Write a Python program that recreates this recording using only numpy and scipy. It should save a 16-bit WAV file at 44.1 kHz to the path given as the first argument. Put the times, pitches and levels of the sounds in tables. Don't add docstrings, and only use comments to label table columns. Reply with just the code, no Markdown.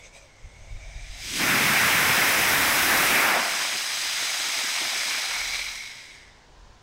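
import sys
import numpy as np
from scipy import signal
from scipy.fft import rfft, irfft
from scipy.io import wavfile
from scipy.ndimage import uniform_filter1d

SR = 44100
rng = np.random.default_rng(int(sys.argv[2]) if len(sys.argv) > 2 else 0)


def master(y):
    cut = np.clip(np.atleast_2d(y).T, -1, 1)
    pcm = np.round(cut * 32767)
    wavfile.write(sys.argv[1], SR, pcm.astype(np.int16))


N = 300762
TIME = np.arange(N) / SR
FRAME_S = np.arange(N // 256 + 5) * 256 / SR
HZ = np.fft.rfftfreq(1024, 1 / SR)


def amp(db):
    return 10 ** (np.asarray(db) / 20)


def evened(x):
    return x / np.sqrt(np.mean(x ** 2) + 1e-20)


def read(points, hz):
    table_hz, value = np.transpose(points)
    return np.interp(np.log(hz + 1), np.log(table_hz), value)


def track(rows, t):
    s, *columns = np.transpose(rows)
    return [np.interp(t, s, column) for column in columns]


def within(rows, fade=0.13):
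    before = rows[0][0] - TIME
    after = TIME - rows[-1][0]
    outside = np.maximum(np.maximum(before, after), 0)
    return np.exp(-(outside / fade) ** 2)


def flutter(lo_hz, hi_hz):
    f = np.fft.rfftfreq(N, 1 / SR)
    band_gain = f / (f + lo_hz) / (1 + (f / hi_hz) ** 2)
    return evened(irfft(rfft(rng.standard_normal(N)) * band_gain, N))


def steady(colour):
    gain = amp(read(colour, np.fft.rfftfreq(N, 1 / SR)))
    return evened(irfft(rfft(rng.standard_normal(N)) * gain, N))


def turbulence(shape, band, patchy_db):
    re, im, eddies = rng.standard_normal((3, len(FRAME_S), len(HZ)))
    eddies = uniform_filter1d(eddies, size=9, axis=0)
    eddies = evened(uniform_filter1d(eddies, size=16, axis=1))
    inside = (HZ >= band[0]) & (HZ <= band[1])
    level_shape = shape / np.linalg.norm(shape * inside, axis=1, keepdims=True)
    spectra = (re + 1j * im) * amp(patchy_db * eddies) * level_shape
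    whole, part = (signal.istft(v.T, nperseg=1024, noverlap=768)[1][:N] for v in (spectra, spectra * inside))
    return whole / part.std()


def resonance(hz, width_hz):
    return 1 / np.sqrt(1 + ((HZ - hz ** 2 / (HZ + 1)) / width_hz) ** 2)


def bumps(modes, tuning=1):
    return sum(db * np.exp(-((HZ - hz * tuning) / width) ** 2) for hz, width, db in modes)


def sing(hz, width_hz):
    return turbulence(resonance(hz, width_hz) ** 2, band=(20, 3000), patchy_db=1.5)


def swells(rows, t):
    return sum(amp(db) * np.exp(-((t - s) / length) ** 2) for s, db, length in rows)


def step(t, at, rise):
    return .5 + .5 * np.tanh(.5 * (t - at) / rise)


# frequency_hz, density_db
GARDEN_COLOUR = [(20, -5), (60, -20), (110, -6), (180, -12.5), (480, -14.5), (650, -13.5), (1040, -13),
                 (1150, -18), (1760, -17.5), (2000, -22), (4400, -23), (6500, -26), (9000, -37.5),
                 (12000, -51), (15800, -49)]
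# time_s, level_db, pitch_hz
HUM_TRACK = [(5.6, -68, 900), (6.2, -75, 950), (6.6, -67, 1030), (6.82, -71, 1030)]


def garden():
    hum_hz = track(HUM_TRACK, FRAME_S[:, None])[1]
    hum_gain = amp(track(HUM_TRACK, TIME)[0]) * within(HUM_TRACK, fade=.066)
    hum = sing(hum_hz, width_hz=80) * hum_gain
    ambience_db = np.interp(TIME, [1, 6], [-57, -55.3])
    return steady(GARDEN_COLOUR) * amp(ambience_db) + hum


# frequency_hz, density_db
BUFFET_COLOUR = [(10, -8), (25, 0.5), (42, 9.5), (65, -5.5), (105, -10), (160, -26.5), (260, -34),
                 (900, -65)]
# centre_s, level_db, half_length_s
GUST_EVENTS = [(.1, -55, 0.34), (.455, -38.5, .022), (.59, -45, .07), (.74, -34, 0.045),
               (.87, -40.5, 0.053), (.965, -30, 0.012), (1.03, -39, .025), (1.11, -37.5, 0.021),
               (1.2, -45, 0.24), (5.42, -53, .11), (5.63, -51.5, 0.19), (6.27, -56.5, 0.17),
               (6.64, -49, 0.13)]
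BREEZE_DB = -12


def wind():
    gusts = swells(GUST_EVENTS, TIME)
    buffet = steady(BUFFET_COLOUR)
    local_rms = np.sqrt(uniform_filter1d(buffet ** 2, size=3000))
    breeze = steady([(20, -1), (60, -1), (100, 3), (140, -5.5), (250, -27), (900, -60)])
    return buffet / local_rms * gusts + breeze * amp(BREEZE_DB) * uniform_filter1d(gusts, size=16000)


# centre_s, level_db, half_length_s
PUFF_EVENTS = [(3.61, -45, .025), (3.752, -44, 0.019), (4.05, -52.5, 0.017), (4.24, -48, 0.029),
               (4.475, -48, 0.022), (4.58, -46, 0.014), (4.647, -45, 0.013), (4.82, -41, .012),
               (4.855, -44, 0.021), (4.96, -46.5, .02), (5.09, -51, .03)]


def puffs():
    air = steady([(50, -20), (120, -7.5), (230, -1.5), (360, 3.5), (520, -7.5), (800, -1), (1500, -20),
                  (4000, -50)])
    return air * swells(PUFF_EVENTS, TIME)


# start_s, level_db (before the envelope shape), decay_s
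SPIT_EVENTS = [(3.396, -42, 0.0033), (3.407, -40, 0.004), (3.417, -41, .003), (5.523, -34, .004),
               (5.545, -26, 0.0045), (5.558, -37, .004), (5.591, -28, .006), (5.684, -35, .004)]


def spits():
    puff = steady([(200, -32), (700, 1.5), (1400, -13), (2200, 8.0), (3000, 1.5), (4100, 8.0), (7000, -34),
                   (15000, -48)])
    envelope = np.zeros(N)
    for s, db, decay in SPIT_EVENTS:
        age = np.maximum(TIME - s, 0) / decay
        envelope += amp(db) * 2 * np.sqrt(age) * np.exp(-age)
    return puff * envelope


# centre_s, level_db, half_length_s
SPURT_EVENTS = [(0.0, -57, .03), (.058, -53.5, 0.032), (.162, -50.5, 0.03), (.225, -61.5, .06)]
LEAK_DB, LEAK_DB_PER_S, HANDOVER_S, HANDOVER_FADE_S = -66.5, 16, 1.21, 0.11


def leak(t):
    stream = amp(LEAK_DB + LEAK_DB_PER_S * t) * (1 - step(t, HANDOVER_S, HANDOVER_FADE_S))
    return swells(SPURT_EVENTS, t) + stream


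# time_s, pitch_hz
WHISTLE_TRACK = [(0, 2170), (.12, 2240), (.19, 2450), (.26, 2190), (.42, 2070), (.62, 2210), (1.05, 2340)]
# frequency_hz, density_db
LEAK_COLOUR = [(500, -25), (1200, -9), (1900, 1), (3000, 0), (4500, -5), (6200, 4.5), (7200, -3),
               (8300, -3), (9500, -15), (11500, -21), (15800, -28)]
# frequency_hz, width_hz, gain_db
STAND_MODES = [(4420, 150, -5), (4960, 260, 6), (6400, 300, 1.5), (7250, 260, -3), (8150, 520, 5.5),
               (10450, 450, 2.5), (12400, 300, 2.5), (13350, 280, -2.5), (14250, 450, 4.5)]


def fizz():
    t = FRAME_S[:, None]
    pipe_hz, = track(WHISTLE_TRACK, t)
    overblow = np.minimum(leak(t) / amp(-51), 1)
    first_db = 18 / (1 + ((HZ - pipe_hz) / 150) ** 2)
    second_db = 12 * overblow / (1 + ((HZ - 1.62 * pipe_hz) / 160) ** 2)
    colour_db = read(LEAK_COLOUR, HZ) + first_db + second_db + 0.6 * bumps(STAND_MODES)
    return turbulence(amp(colour_db), band=(1900, 2700), patchy_db=2.0) * leak(TIME)


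HOOT_HZ, HOOT_HZ_PER_S, HOOT_DB = 520, 110, -5.5


def hoot():
    t = np.minimum(FRAME_S[:, None], CHOKE_S)
    bend = (track(WHISTLE_TRACK, t)[0] / 2200) ** 1.6
    core_hz = (HOOT_HZ + HOOT_HZ_PER_S * t) * bend
    return sing(core_hz, width_hz=170) * amp(HOOT_DB) * leak(TIME)


BURNOUT_S, DRAIN_S = 3.3, .13


def drained(t):
    return np.exp(-np.maximum(t - BURNOUT_S, 0) / DRAIN_S)


CHOKE_S, CHOKE_RISE_S, CREEP_SHARE, CREEP_S = 1.39, 0.023, 0.21, 0.88
UNCHOKED_SHARE = 0.086


def choked(t):
    creep = 1 - CREEP_SHARE * np.exp(-np.maximum(t - CHOKE_S, 0) / CREEP_S)
    return np.clip(UNCHOKED_SHARE + 0.82 * step(t, CHOKE_S, CHOKE_RISE_S) * creep * drained(t), 0, 1)


PLUME_S, PLUME_DB, PLUME_RISE_DB_PER_S, PLUME_FALL_DB_PER_S = 1.455, -30.5, 120, 13
PLUME_PEAK_HZ, PLUME_END_HZ, PLUME_SINK_S = 220, 70.4, 0.73


def plume_hz(t):
    age = np.maximum(t, CHOKE_S) - PLUME_S
    return PLUME_END_HZ + (PLUME_PEAK_HZ - PLUME_END_HZ) * np.exp(-age / PLUME_SINK_S)


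def plume():
    centre_hz = plume_hz(FRAME_S[:, None])
    shape = resonance(centre_hz, width_hz=0.98 * centre_hz) ** 2
    boom = turbulence(shape, band=(20, 1000), patchy_db=2.0)
    age = TIME - PLUME_S
    swell_db = np.minimum(PLUME_RISE_DB_PER_S * age, -PLUME_FALL_DB_PER_S * age)
    return boom * drained(TIME) * amp(PLUME_DB + swell_db)


# time_s, level_db (before trim and flutter)
FLOW_TRACK = [(0.85, -64), (0.86, -65.5), (1.19, -43), (1.25, -37), (1.37, -29), (1.99, -27.5),
              (2.4, -27.5), (3.07, -27), (3.35, -31), (3.6, -28.5), (3.85, -30), (4.37, -28.5), (5.12, -29),
              (5.59, -33), (6.17, -51.5), (6.4, -67.5)]
# frequency_hz, density_db
SOFT_COLOUR = [(300, -32), (1200, -14), (1700, -4.5), (2800, -1), (3400, 1), (4500, -2), (6500, -3),
               (7300, -7), (9500, -12.5), (12000, -18), (15800, -23)]
# frequency_hz, density_db
CHOKED_COLOUR = [(300, -75), (1500, 1), (2800, 1), (3600, 1), (4400, -2.5), (5500, 0.5), (7200, -4),
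                 (9500, -3.5), (12000, -2), (15800, -2.5)]
# frequency_hz, width_hz, gain_db
PIPE_MODES = [(2248, 230, 8), (4110, 370, 3.5), (5740, 470, 2.5)]
QUIET_HISS_DB, SAG_SHARE = -37, 0.053
RING_REST, RING_EXTRA, RING_S, RING_LENGTH_S = 0.63, 1.45, 5.7, 0.7


def hiss():
    t = FRAME_S[:, None]
    choke = choked(t)
    quiet_db = np.maximum(QUIET_HISS_DB - track(FLOW_TRACK, t)[0], 0)
    ringing = RING_REST + RING_EXTRA * np.exp(-((t - RING_S) / RING_LENGTH_S) ** 2)
    tuning = .99 - SAG_SHARE * quiet_db / 20
    colour_db = (1 - choke) * read(SOFT_COLOUR, HZ) + choke * read(CHOKED_COLOUR, HZ)
    colour_db = colour_db + ringing * (1 - .7 * choke) * bumps(PIPE_MODES, tuning)
    colour_db = colour_db + (1 - 0.63 * choke) * bumps(STAND_MODES)
    quiet_tilt = read([(1200, 0), (1750, 0.5), (2800, -0.03), (6300, -0.1), (8300, -0.091), (11000, -0.52),
                       (15800, -0.6)], HZ)
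    colour_db = colour_db + quiet_db * quiet_tilt
    gas = turbulence(amp(colour_db), band=(3000, 9000), patchy_db=0.61)
    unsteady_db = .55 - 0.4 * choked(TIME) + .45 * step(TIME, at=5.1, rise=.1)
    level_db = track(FLOW_TRACK, TIME)[0] + unsteady_db * flutter(lo_hz=7.1, hi_hz=110) - 0.44
    return gas * amp(level_db) * within(FLOW_TRACK, fade=0.067)


# time_s, level_db (before sputter and slack)
ROAR_TRACK = [(1.2, -64), (1.37, -46), (1.41, -29), (1.49, -26.5), (2.1, -25), (2.74, -27.5), (3.37, -24),
              (3.48, -31.5), (3.87, -39.5), (4.85, -37.5), (5.0, -38.5), (5.14, -37), (5.45, -39.5),
              (5.9, -54.5)]
# frequency_hz, density_db
JET_COLOUR = [(20, -12), (70, -18.5), (140, -12.5), (260, -6), (470, -8.5), (750, -3), (1100, -3.5),
              (1700, -0.5), (2250, 0), (2600, -4.5), (3100, -13), (4200, -20), (8000, -42)]
YOUNG_JET_DB, YOUNG_JET_S, DRAINING_BODY_DB, SLACK_BASS_DB = -7, 0.9, 8, -12.5


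def roar():
    t = FRAME_S[:, None]
    youth = np.exp(-((t - CHOKE_S) / YOUNG_JET_S) ** 2)
    young_db = YOUNG_JET_DB * step(t, CHOKE_S, CHOKE_RISE_S) * youth
    bass_db = SLACK_BASS_DB * step(t - BURNOUT_S, at=.08, rise=0.12) + young_db + 2.0
    body_db = young_db + DRAINING_BODY_DB * np.sin(np.pi * drained(t))
    bass_weight = read([(60, 5.7), (150, 0.99), (450, 0.67), (700, 0.075)], HZ)
    body_weight = read([(450, 0.42), (700, 0.71), (1000, 0.54), (1400, 0.16)], HZ)
    colour_db = read(JET_COLOUR, HZ) + bass_db * bass_weight + body_db * body_weight
    size_limit = 1 / (1 + (0.37 * plume_hz(t) / (HZ + 1)) ** 2)
    eddies = turbulence(amp(colour_db) * size_limit, band=(600, 1700), patchy_db=1.0)
    slack = 1 - choked(TIME)
    sputter_db = (0.24 + 1.9 * slack) * flutter(lo_hz=5.1, hi_hz=90)
    return eddies * amp(track(ROAR_TRACK, TIME)[0] + sputter_db - 1.5 * slack) * within(ROAR_TRACK)


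def scene():
    motor = puffs() + spits() + fizz() + hoot() + plume() + hiss() + roar()
    mono = garden() + wind() + motor
    return np.array([mono, mono])


def record(dry):
    ceiling, edge_hz = 0.27, 15800
    rounded = dry / (1 + (dry / ceiling) ** 4) ** (1 / 4)
    low_pass = signal.firwin(1023, edge_hz, window=("kaiser", 9), fs=SR)
    return signal.oaconvolve(rounded, low_pass[None], "same")


dry = scene()
out = record(dry)
master(out)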